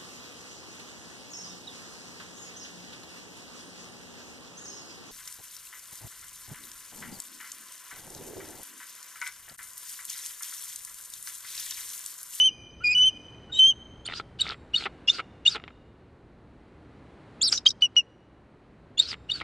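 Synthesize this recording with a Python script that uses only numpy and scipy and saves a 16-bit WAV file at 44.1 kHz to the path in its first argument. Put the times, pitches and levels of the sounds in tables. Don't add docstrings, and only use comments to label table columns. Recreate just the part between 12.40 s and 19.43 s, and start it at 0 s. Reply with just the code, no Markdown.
import sys
import numpy as np
from scipy import signal
from scipy.fft import rfft, irfft, next_fast_len
from scipy.io import wavfile

SR = 44100
rng = np.random.default_rng(int(sys.argv[2]) if len(sys.argv) > 2 else 0)


def store_pcm(level_fs):
    pcm = np.round(np.clip(level_fs, -1, 1) * 32767).astype(np.int16)
    wavfile.write(sys.argv[1], SR, np.atleast_2d(pcm).T)


N = 310023
LEAD = SR // 4
TIME = np.arange(-LEAD, N) / SR
CUTOFF_HZ = 11800

# frequency_hz, density_db (per Hz)
SHORE_SPECTRUM = [(15, -36), (25, -9), (54, 6), (90, -0.5), (123, 1), (147, -6.5), (295, -5), (671, -15),
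                  (804, -16.5), (1930, -24.5), (3660, -36), (4060, -34), (5250, -45), (9730, -51),
                  (11600, -65.5), (15100, -89), (22000, -120)]
RUMBLE_SPECTRUM = [(20, -19), (40, -9.5), (60, -1), (90, -7), (120, -6.5), (180, -10.5), (400, -64.5)]
AIR_SPECTRUM = [(600, -22), (1500, -1.5), (2000, -1), (2900, 0), (3800, -3.5), (4700, 2), (6200, -1),
                (7500, -8), (9300, -8), (10500, -14.5), (12000, -30.5)]
HISS_SPECTRUM = [(300, -18.5), (1000, -16), (1400, 9), (1900, -5.5), (2900, 5), (4500, 4), (6000, -12.5),
                 (7500, -8), (9000, -15), (11000, -27.5), (12500, -42.5)]
# frequency_hz, level_db
ECHO_SPECTRUM = [(500, -8.5), (2450, 1), (3100, -3.5), (4000, -10), (4900, -1), (6200, 2), (9500, -3),
                 (12000, -7)]

# time_s, level_db
BREEZE = [(0.0, -55.5), (0.29, -56), (0.98, -53), (2.08, -54.5), (2.6, -52), (3.43, -57), (4.05, -56.5),
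          (4.76, -52.5), (5.07, -51), (5.31, -55.5), (5.85, -57.5), (7.03, -54.5)]
# time_s, level_db
RUMBLE = [(0, -57.5), (.4, -52), (1.2, -53), (2.1, -48.5), (2.4, -55), (3.7, -56.5), (4.5, -55.5),
          (4.8, -60), (5.15, -55), (5.6, -64), (6.2, -59), (7.03, -49.5)]
GUSTS_HZ, GUST_DB = 5.1, 1

# start_s, length_s, pitch_hz, climb_hz, level_db, fade_db, octave_overtone_db,
# overtone_fall_db (first step; later steps grow), roughness (0-1), last_push_s, push_level_change_db
WHISTLES = [(-.23, 0.22, 2410, 4.3, -25, -1, -19.5, -13, .02, -.11, 1.5),
            (-.07, 0.17, 2979, 82, -15.5, 3.5, -18.5, -21, 0.01, .063, 0),
            (0.401, 0.053, 1278, 263, -45.5, 1, -15, -21.5, 0.2, .43, 0),
            (.436, 0.11, 2440, 4, -21.5, -1.5, -14.5, -15, 0.05, .528, -3),
            (0.543, 0.16, 2954, 104, -19.5, -4, -21, -20.5, 0.03, .677, -2),
            (0.558, 0.12, 1480, 50, -57.5, 2.5, -23.5, -20.5, 0.2, .67, -0.5),
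            (1.09, 0.038, 1380, 160, -52, -0.5, -15.5, -20.5, 0.3, 1.12, -0.5),
            (1.116, .086, 3683, 190, -36, -8.5, -19.5, -32.5, .13, 1.195, -1.5),
            (1.128, 0.068, 3040, 38, -44, -12, -21.5, -19, 0.14, 1.19, 6.5),
            (1.184, .143, 3061, 83, -12.5, 4.5, -27, -13, .025, 1.29, -3)]
ATTACK_S, RELEASE_S, EDGE_DB = .009, 0.027, 22.5
PUSH_S, PUSH_LIFT, PUSH_OCTAVE_DB = 0.021, .025, 10
WAVER_HZ, WAVER = 44.57, .07
RELEASE_SAG, RELEASE_OCTAVE_DB = 0.061, -1
RELEASE_SHUDDER_DB, SHUDDER_HZ = 3, 130

# time_s, level_db
AIM = [(0, 2), (.65, 3), (1.3, -2), (3.1, -8), (5.4, -19.5), (6.6, -9.5)]

# peak_s, length_s, pitch_hz,
# glide (log pitch ratio), level_db, octave_overtone_db, roughness (0-1)
SQUEAKS = [(0.531, 0.033, 2527, .02, -26.5, -3.5, .06), (1.13, 0.018, 3620, -.06, -36, -14.5, .1),
           (1.657, 0.021, 3540, 0.25, -38, 1, .1), (1.665, 0.016, 4450, 0.18, -33, -3.5, .1),
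           (1.679, .016, 3044, -.1, -28.5, -27, .38), (2.381, .04, 4400, -.04, -26.5, -35.5, .12),
           (3.125, .04, 4650, -.27, -31, -33, .22), (5.098, .014, 5330, .35, -28, -21, .2),
           (5.127, .013, 4900, -.36, -12, -30.5, .25), (5.179, .012, 3825, -.1, -22, -29, 0.1),
           (5.012, 0.015, 2762, 0.097, -40.5, -21, .2), (5.2685, .02, 3192, 0, -6, -16, .06),
           (5.263, 0.009, 3033, -0.012, -15.5, -25, 0), (5.265, .021, 3763, .02, -14, -21.5, .1),
           (5.278, .02, 4860, -.02, -17.5, -38, .1), (5.306, .016, 3830, -.08, -26, -19.5, .2),
           (6.582, .019, 3500, .1, -25, -12, .06), (6.71, .05, 4900, -.35, -32.5, -44.5, .17),
           (6.941, 0.034, 4560, -0.082, -29.5, -29, 0), (6.958, 0.033, 4480, -0.066, -30.5, -40, 0.2),
           (2.68, .012, 3323, .05, -24, -18.5, .1), (3.073, 0.013, 4616, .05, -30.5, -30.5, 0),
           (6.664, 0.044, 3913, 0.27, -38, -32, 0.3)]
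SQUEAK_EDGE_DB, SQUEAK_ROUNDNESS, SQUEAK_FALL_DB = 28, 1.1, -35

# start_s, rise_s, fall_s, crest_hz, end_hz, squeal_db, hiss_db, fade_db,
# side_db (extra level of the separate rasp noise in the sides)
RASPS = [(1.656, 0.0037, 0.02, 3470, 3150, -49, -33.5, 20, -7),
         (1.68, 0.1, 0.038, 4900, 3000, -39.5, -43, 17, -5),
         (1.986, .018, 0.14, 3770, 3250, -40, -45, 6, -47),
         (2.33, 0.06, 0.073, 4416, 3150, -41.5, -42, 4.5, -10),
         (2.671, 0.027, 0.026, 5400, 7300, -34, -48, 16, -4.5),
         (2.692, 0.061, .06, 4800, 3200, -41.5, -41.5, 9.5, -3.5),
         (3.05, 0.0075, 0.025, 3400, 4560, -32.5, -53, 3, -7.5),
         (3.051, 0.031, 0.024, 7200, 7000, -39.5, -61, 11.5, 3.5),
         (3.08, 0.031, 0.059, 5200, 2980, -39, -43.5, 2, -9.5),
         (5.01, 0.035, 0.055, 4650, 5000, -51, -50.5, 3.5, -27.5),
         (5.097, .013, .022, 7400, 6800, -38.5, -47, 0.5, -16.5),
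         (5.116, 0.017, .022, 5604, 5700, -24.5, -35, 15.5, -15.5),
         (5.135, .018, 0.031, 5800, 5640, -29, -51, 5, -3.5),
         (5.173, .005, .014, 5300, 5100, -26, -51.5, 12, -1),
         (5.18, 0.0045, .04, 5300, 5070, -53, -55, 16, -0.5),
         (5.253, 0.011, 0.028, 4590, 4980, -27.5, -46.5, 14, -17),
         (5.282, 0.0073, 0.011, 5800, 5330, -24.5, -49.5, 14.5, -1.5),
         (5.302, .005, 0.017, 5250, 4890, -26, -50, 21.5, -2),
         (5.407, 0.013, 0.035, 4530, 4500, -45.5, -46.5, 29.5, -28),
         (5.553, 0.012, 0.017, 4500, 4560, -62.5, -47, 13, -5.5),
         (5.562, .017, 0.051, 5660, 5700, -40, -62.5, 36, 1),
         (6.573, 0.054, 0.05, 4295, 4500, -34.5, -46, 9.5, -16.5),
         (6.665, 0.032, 0.047, 5050, 2825, -38, -43, 3, -18),
         (6.883, 0.083, 0.061, 4500, 3500, -49, -44.5, 8, -8)]
RASP_SCOOP, RASP_RISE_S = .28, .04
SQUEAL_SWELL_DB, HISS_SWELL_DB = 9.5, 13.5
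RASP_RELEASE_S, RASP_SINK_POWER = 0.0076, 1.5

# time_s, level_db
SNAPS = [(1.799, -26), (2.121, -29), (2.462, -23), (3.239, -33.5), (5.1274, -26.5), (5.258, -29),
         (5.418, -45.5), (5.5598, -39.5)]
# start_s, length_s, click_rate_hz, level_db, fade_db
RATTLES = [(1.687, 0.054, 83.5, -32.5, 6), (2.044, 0.023, 89, -32, -4.5), (2.0844, .06, 67, -30, 1.5),
           (2.408, 0.06, 63, -35.5, -9), (2.458, .015, 200, -32, -3.5), (2.782, 0.022, 260, -33, -4.5),
           (3.149, .022, 215, -28.5, -3.5), (3.179, .045, 49.8, -40, 5), (3.279, 0.031, 38, -45, 1),
           (6.717, 0.031, 82, -39, -10), (7.0032, 0.015, 225, -37.5, -7.5)]
RATTLE_JITTER, RATTLE_UNEVEN_DB = 0.017, 4.5
# frequency_hz, width_hz, level_db
THROAT = [(430, 120, -6.5), (834.6, 300, -11.5), (1338, 190, -0.5), (2011, 520, -6), (2730, 750, -13.5),
          (3710, 730, -22.5)]

# centre_s, pitch_hz (at the centre), level_db
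CHIRPS = [(1.739, 3600, -28.5), (2.078, 4000, -33), (2.0925, 4300, -28), (2.108, 3855, -26.5),
          (2.12, 3664, -38), (2.44, 3196, -30), (6.729, 3000, -41.5), (7.003, 2825, -31)]

# low_peak_s, jump_s (low to upper register), low_pitch_hz, upper_pitch_hz, low_db, flip_db,
# upper_db, octave_overtone_db (flip and upper register), roughness (0-1)
YELPS = [(2.0016, .016, 2970, 3803, -26, -22.5, -15, -15.5, 0.06),
         (2.347, 0.017, 2900, 3710, -15.5, -28.5, -16, -16.5, 0.11),
         (2.687, 0.014, 2858, 3600, -12.5, -37, -10.5, -29.5, 0.1),
         (3.065, 0.016, 2870, 3676, -10.5, -28.5, -9, -22, 0.02),
         (6.583, .0175, 2850, 3714, -31.5, -19, -8.5, -19, .06),
         (6.901, .018, 2903, 3740, -22.5, -32, -19, -17.5, 0.19)]
LOW_S, FLIP_S, UPPER_S = 0.025, 0.015, .022
YELP_GLIDE, FLIP_GLIDE = 0.087, .22
FLIP_HZ, LOW_OCTAVE_DB = 4396, -8.5

# time_s, pitch_hz, level_db, octave_overtone_db
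SCREAM = [(5.011, 3290, -45.5, -7), (5.017, 3380, -23, 0), (5.026, 3830, -31, 3.5), (5.031, 4490, -17, -21),
          (5.037, 5150, -23, -32), (5.052, 5610, -24, -23.5), (5.07, 5060, -27, -28),
          (5.081, 4400, -27, -4.5), (5.093, 3680, -34.5, 0)]
# start_s, length_s, pitch_hz, sink_hz, level_db
UNDERTONES = [(5.035, .06, 4945, 1429, -24), (5.036, 0.061, 4100, 950, -34)]
UNDERTONE_FADE_DB, UNDERTONE_OCTAVE_DB, UNDERTONE_FALL_DB, UNDERTONE_ROUGH = 4, -41.5, -14.5, 0.11

# start_s, length_s, pitch_hz, level_db, octave_overtone_db, roughness (0-1)
PIPS = [(5.42, 0.048, 2967, -13, -16.5, 0.05), (5.564, 0.048, 2903, -13, -20, 0)]
PIP_ATTACK_S, PIP_FADE_DB, PIP_FALL_DB = 0.0029, 7.5, -25
PIP_DROP = 0.088


def from_db(db):
    return 10 ** (np.asarray(db) / 20)


def rms_one(x):
    return x / np.sqrt(np.mean(x ** 2) + 1e-20)


def play(rows):
    s, *columns = np.transpose(rows)
    s = np.sort(s)
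    span = slice(*np.searchsorted(TIME, [s[0], s[-1] + 1 / SR]))
    return span, [np.interp(TIME[span], s, c) for c in columns]


def noise(spectrum, size=len(TIME)):
    hz, db = np.transpose(spectrum)
    padded = next_fast_len(size)
    bins = np.maximum(np.fft.rfftfreq(padded, 1 / SR), 1)
    gain = from_db(np.interp(np.log(bins), np.log(hz), db))
    white = rng.standard_normal(padded)
    return rms_one(irfft(rfft(white) * gain, padded)[:size])


def lowpass(x, order, hz):
    return signal.sosfilt(signal.butter(order, hz, fs=SR, output="sos"), x)


def wander(hz):
    return rms_one(lowpass(rng.standard_normal(len(TIME)), 2, hz))


def resonance(x, hz, width_hz):
    r = np.exp(-np.pi * width_hz / SR)
    zeros = np.array([1, 0, -1]) * (1 - r * r) / 2
    poles = [1, -2 * r * np.cos(2 * np.pi * hz / SR), r * r]
    return signal.lfilter(zeros, poles, x)


def shore(level_db, hiss_db, hiss_growth, rumble_db):
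    breeze_db = np.interp(TIME, *np.transpose(BREEZE))
    rise_db = breeze_db - np.median(breeze_db)
    gust_db = np.interp(TIME, *np.transpose(RUMBLE)) + GUST_DB * wander(GUSTS_HZ)
    wash_band = signal.butter(2, [130, 1500], "band", fs=SR, output="sos")
    hiss_band = signal.butter(2, 1500, "high", fs=SR, output="sos")
    wash = signal.sosfilt(wash_band, noise(SHORE_SPECTRUM))
    hiss = signal.sosfilt(hiss_band, noise(SHORE_SPECTRUM))
    swell = from_db(hiss_db + hiss_growth * rise_db)
    breeze = from_db(breeze_db + level_db) * (wash + swell * hiss)
    return breeze + from_db(gust_db + rumble_db) * noise(RUMBLE_SPECTRUM)


def course(length_s, attack_s, release_s):
    gone = np.linspace(0, 1, 101)
    opening = np.clip(1 - gone * length_s / attack_s, 0, 1)
    closing = np.clip(1 - (1 - gone) * length_s / release_s, 0, 1)
    return gone, opening, closing


def whistle(s, length_s, hz, climb_hz, level_db, fade_db, octave_db, fall_db, rough, push_s, push_db):
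    gone, opening, closing = course(length_s, ATTACK_S, RELEASE_S)
    when = s + length_s * gone
    push = np.exp(-((when - push_s) / PUSH_S) ** 2)
    waver = WAVER * rough * np.interp(when, TIME, wander(WAVER_HZ))
    pitch = (hz + climb_hz * gone) * (1 + waver + PUSH_LIFT * push - RELEASE_SAG * closing)
    level = level_db - fade_db * gone + push_db * push - EDGE_DB * (opening + closing ** 2)
    level += RELEASE_SHUDDER_DB * closing * np.interp(when, TIME, wander(SHUDDER_HZ))
    octave = octave_db + PUSH_OCTAVE_DB * push + RELEASE_OCTAVE_DB * closing
    return fall_db, rough, np.transpose([when, pitch, level, octave])


def syrinx(notes, jitter, shimmer, overtone_flutter_db, air_db):
    out = np.zeros(len(TIME))
    shake, tremble = wander(500), wander(900)
    flutter = [wander(30) for k in range(3)]
    air = noise(AIR_SPECTRUM)
    for fall_db, rough, rows in notes:
        span, (hz, level_db, octave_db) = play(rows)
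        phase = 2 * np.pi * np.cumsum(hz * (1 + jitter * rough * shake[span])) / SR
        breath = from_db(air_db + octave_db / 2) * np.sqrt(abs(rough)) * air[span]
        tone = np.sin(phase) + breath
        for k, slow in enumerate(flutter):
            overtone_db = octave_db + fall_db * k * (k + 1) / 2
            overtone_db = overtone_db + overtone_flutter_db * np.tanh(slow[span])
            tone += from_db(overtone_db) * np.sin((k + 2) * phase)
        edges = signal.windows.tukey(len(tone), min(1, 130 / max(len(tone), 1)))
        strength = from_db(level_db) * np.sqrt(2) * (1 + shimmer * rough * tremble[span])
        out[span] += strength * tone * edges
    return out


def landscape(x, ground_s, ground_db, far_db, t60):
    age = np.arange(2 * SR) / SR
    scatter = noise(ECHO_SPECTRUM, size=len(age)) * from_db(-60 * age / t60)
    scatter /= np.sqrt(np.sum(scatter ** 2))
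    ground = np.interp(TIME - ground_s, TIME, x)
    aimed = x * from_db(np.interp(TIME, *np.transpose(AIM)))
    far = signal.fftconvolve(aimed, scatter)[:len(x)]
    return from_db(ground_db) * ground + from_db(far_db) * far


def squeak(s, length_s, hz, glide, level_db, octave_db, rough):
    off = np.linspace(-.5, .5, 41)
    level = level_db - SQUEAK_EDGE_DB * abs(2 * off) ** SQUEAK_ROUNDNESS
    rows = [s + length_s * off, hz * np.exp(glide * off), level, np.full_like(off, octave_db)]
    return SQUEAK_FALL_DB, rough, np.transpose(rows)


def rasp_course(s, rise_s, fall_s, crest_hz, end_hz, squeal_db, hiss_db, fade_db):
    gone, _, closing = course(rise_s + fall_s, ATTACK_S, RASP_RELEASE_S)
    past = gone * (rise_s + fall_s) - rise_s
    slack = 1 - np.exp(-(np.minimum(past, 0) / RASP_RISE_S) ** 2)
    sunk = np.maximum(past, 0) / fall_s
    hz = crest_hz * (1 - RASP_SCOOP * slack) + (end_hz - crest_hz) * sunk ** RASP_SINK_POWER
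    loss_db = fade_db * sunk + EDGE_DB * closing ** 2
    squeal = squeal_db - SQUEAL_SWELL_DB * slack - loss_db
    hiss = hiss_db - HISS_SWELL_DB * slack - loss_db
    return np.transpose([s + rise_s + past, hz, squeal, hiss])


def rasp(squeal_width_hz, skirt_width_hz, skirt_share, grain_db, sideways):
    out = np.zeros(len(TIME))
    hiss = noise(HISS_SPECTRUM)
    grain = rms_one(from_db(grain_db * wander(370)))
    sway = [rms_one(wander(squeal_width_hz) + skirt_share * wander(skirt_width_hz)) for k in range(2)]
    for *shape, side_db in RASPS:
        span, (hz, squeal_db, hiss_db) = play(rasp_course(*shape))
        phase = 2 * np.pi * np.cumsum(hz) / SR
        squeal = sway[0][span] * np.cos(phase) + sway[1][span] * np.sin(phase)
        opening = 1 - np.exp(-np.arange(len(hz)) / (0.0065 * SR))
        hoarse = from_db(squeal_db) * squeal + from_db(hiss_db) * hiss[span]
        out[span] += from_db(side_db * sideways) * opening * hoarse
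    return out * grain


def slaps():
    rows = list(SNAPS)
    chance = rng.standard_normal(size=(len(RATTLES), 16, 2))
    for (s, length_s, per_s, level_db, fade_db), draws in zip(RATTLES, chance):
        for age, (late, strong) in zip(np.arange(0, length_s, 1 / per_s), draws):
            when = s + age + RATTLE_JITTER * late / per_s
            rows.append((when, level_db - fade_db * age / length_s + RATTLE_UNEVEN_DB * strong))
    return rows


def rattle(level_db, spread_db, soft_hz, crackle_db, crackle_s):
    s, click_db = np.transpose(slaps())
    colours = rng.standard_normal((len(s), len(THROAT)))
    out = np.zeros(len(TIME))
    keep = np.exp(-1 / (crackle_s * SR))
    sparks = (rng.random(len(TIME)) < 2000 / SR) * np.sign(rng.standard_normal(len(TIME)))
    for k, (hz, width_hz, mode_db) in enumerate(THROAT):
        clicks = np.full(len(TIME), 1e-18)
        struck = np.searchsorted(TIME[:-1], s)
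        clicks[struck] = from_db(click_db + level_db + mode_db + spread_db * colours[:, k])
        decay = signal.lfilter([1], [1, -keep], clicks)
        clicks += from_db(crackle_db) * sparks * decay
        out += resonance(clicks, hz, width_hz)
    return lowpass(out, 4, soft_hz)


def chirps(length_s, fall_per_s):
    out = np.zeros(len(TIME))
    age = np.arange(-SR // 100, SR // 100) / SR
    swell = np.exp(-(age / length_s) ** 2)
    for s, hz, level_db in CHIRPS:
        phase = 2 * np.pi * np.cumsum(hz * np.exp(-fall_per_s * age)) / SR
        start = min(np.searchsorted(TIME, s + age[0]), len(TIME) - len(age))
        out[start:start + len(age)] += from_db(level_db) * np.sqrt(2) * swell * np.sin(phase)
    return out


def yelp(s, jump_s, low_hz, upper_hz, low_db, flip_db, upper_db, octave_db, rough):
    return [squeak(s, LOW_S, low_hz, YELP_GLIDE, low_db, octave_db + LOW_OCTAVE_DB, rough),
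            squeak(s + 0.51 * jump_s, FLIP_S, FLIP_HZ, FLIP_GLIDE, flip_db, octave_db, rough),
            squeak(s + jump_s, UPPER_S, upper_hz, YELP_GLIDE, upper_db, octave_db, rough)]


def undertone(s, length_s, hz, sink_hz, level_db):
    gone, opening, closing = course(length_s, PIP_ATTACK_S, RASP_RELEASE_S)
    level = level_db - UNDERTONE_FADE_DB * gone - EDGE_DB * (opening + closing ** 2)
    octave = np.full_like(gone, UNDERTONE_OCTAVE_DB)
    rows = [s + length_s * gone, hz - sink_hz * gone ** 2, level, octave]
    return UNDERTONE_FALL_DB, UNDERTONE_ROUGH, np.transpose(rows)


def sharp_calls(scream_fall_db, scream_rough):
    notes = [note for row in YELPS for note in yelp(*row)]
    notes += [squeak(*row) for row in SQUEAKS]
    notes += [(scream_fall_db, scream_rough, SCREAM)]
    return notes + [undertone(*row) for row in UNDERTONES]


def pip(s, length_s, hz, level_db, octave_db, rough):
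    gone, opening, closing = course(length_s, PIP_ATTACK_S, RELEASE_S)
    level = level_db - PIP_FADE_DB * gone - EDGE_DB * (opening + closing ** 3)
    pitch = hz * (1 - PIP_DROP * gone ** 4)
    rows = [s + length_s * gone, pitch, level, np.full_like(gone, octave_db)]
    return PIP_FALL_DB, rough, np.transpose(rows)


def scene():
    background = shore(level_db=4.5, hiss_db=1, hiss_growth=.5, rumble_db=-1.5)
    piping = [whistle(*row) for row in WHISTLES] + [pip(*row) for row in PIPS]
    sharp = sharp_calls(scream_fall_db=-38, scream_rough=.075)
    voice = syrinx(piping, jitter=0.041, shimmer=.3, overtone_flutter_db=8.5, air_db=-20)
    voice += syrinx(sharp, jitter=0.067, shimmer=0.46, overtone_flutter_db=6.0, air_db=-17.0)
    hoarse, side_rasp = (rasp(squeal_width_hz=170, skirt_width_hz=920, skirt_share=0.71, grain_db=1.0,
                              sideways=way) for way in (False, True))
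    bird = voice + hoarse + chirps(length_s=0.00091, fall_per_s=280)
    bird += rattle(level_db=29.5, spread_db=3.5, soft_hz=3250, crackle_db=-5.5, crackle_s=0.0039)
    mid = background + bird + landscape(bird, ground_s=0.01, ground_db=-17.0, far_db=-30, t60=1.3)
    side = signal.sosfilt(signal.butter(5, [3800, 8500], "band", fs=SR, output="sos"), side_rasp)
    return np.array([mid + side, mid - side])[:, LEAD:]


def record(dry):
    return signal.sosfilt(signal.ellip(10, .2, 70, CUTOFF_HZ, fs=SR, output="sos"), dry)


dry = scene()
out = record(dry)
store_pcm(out)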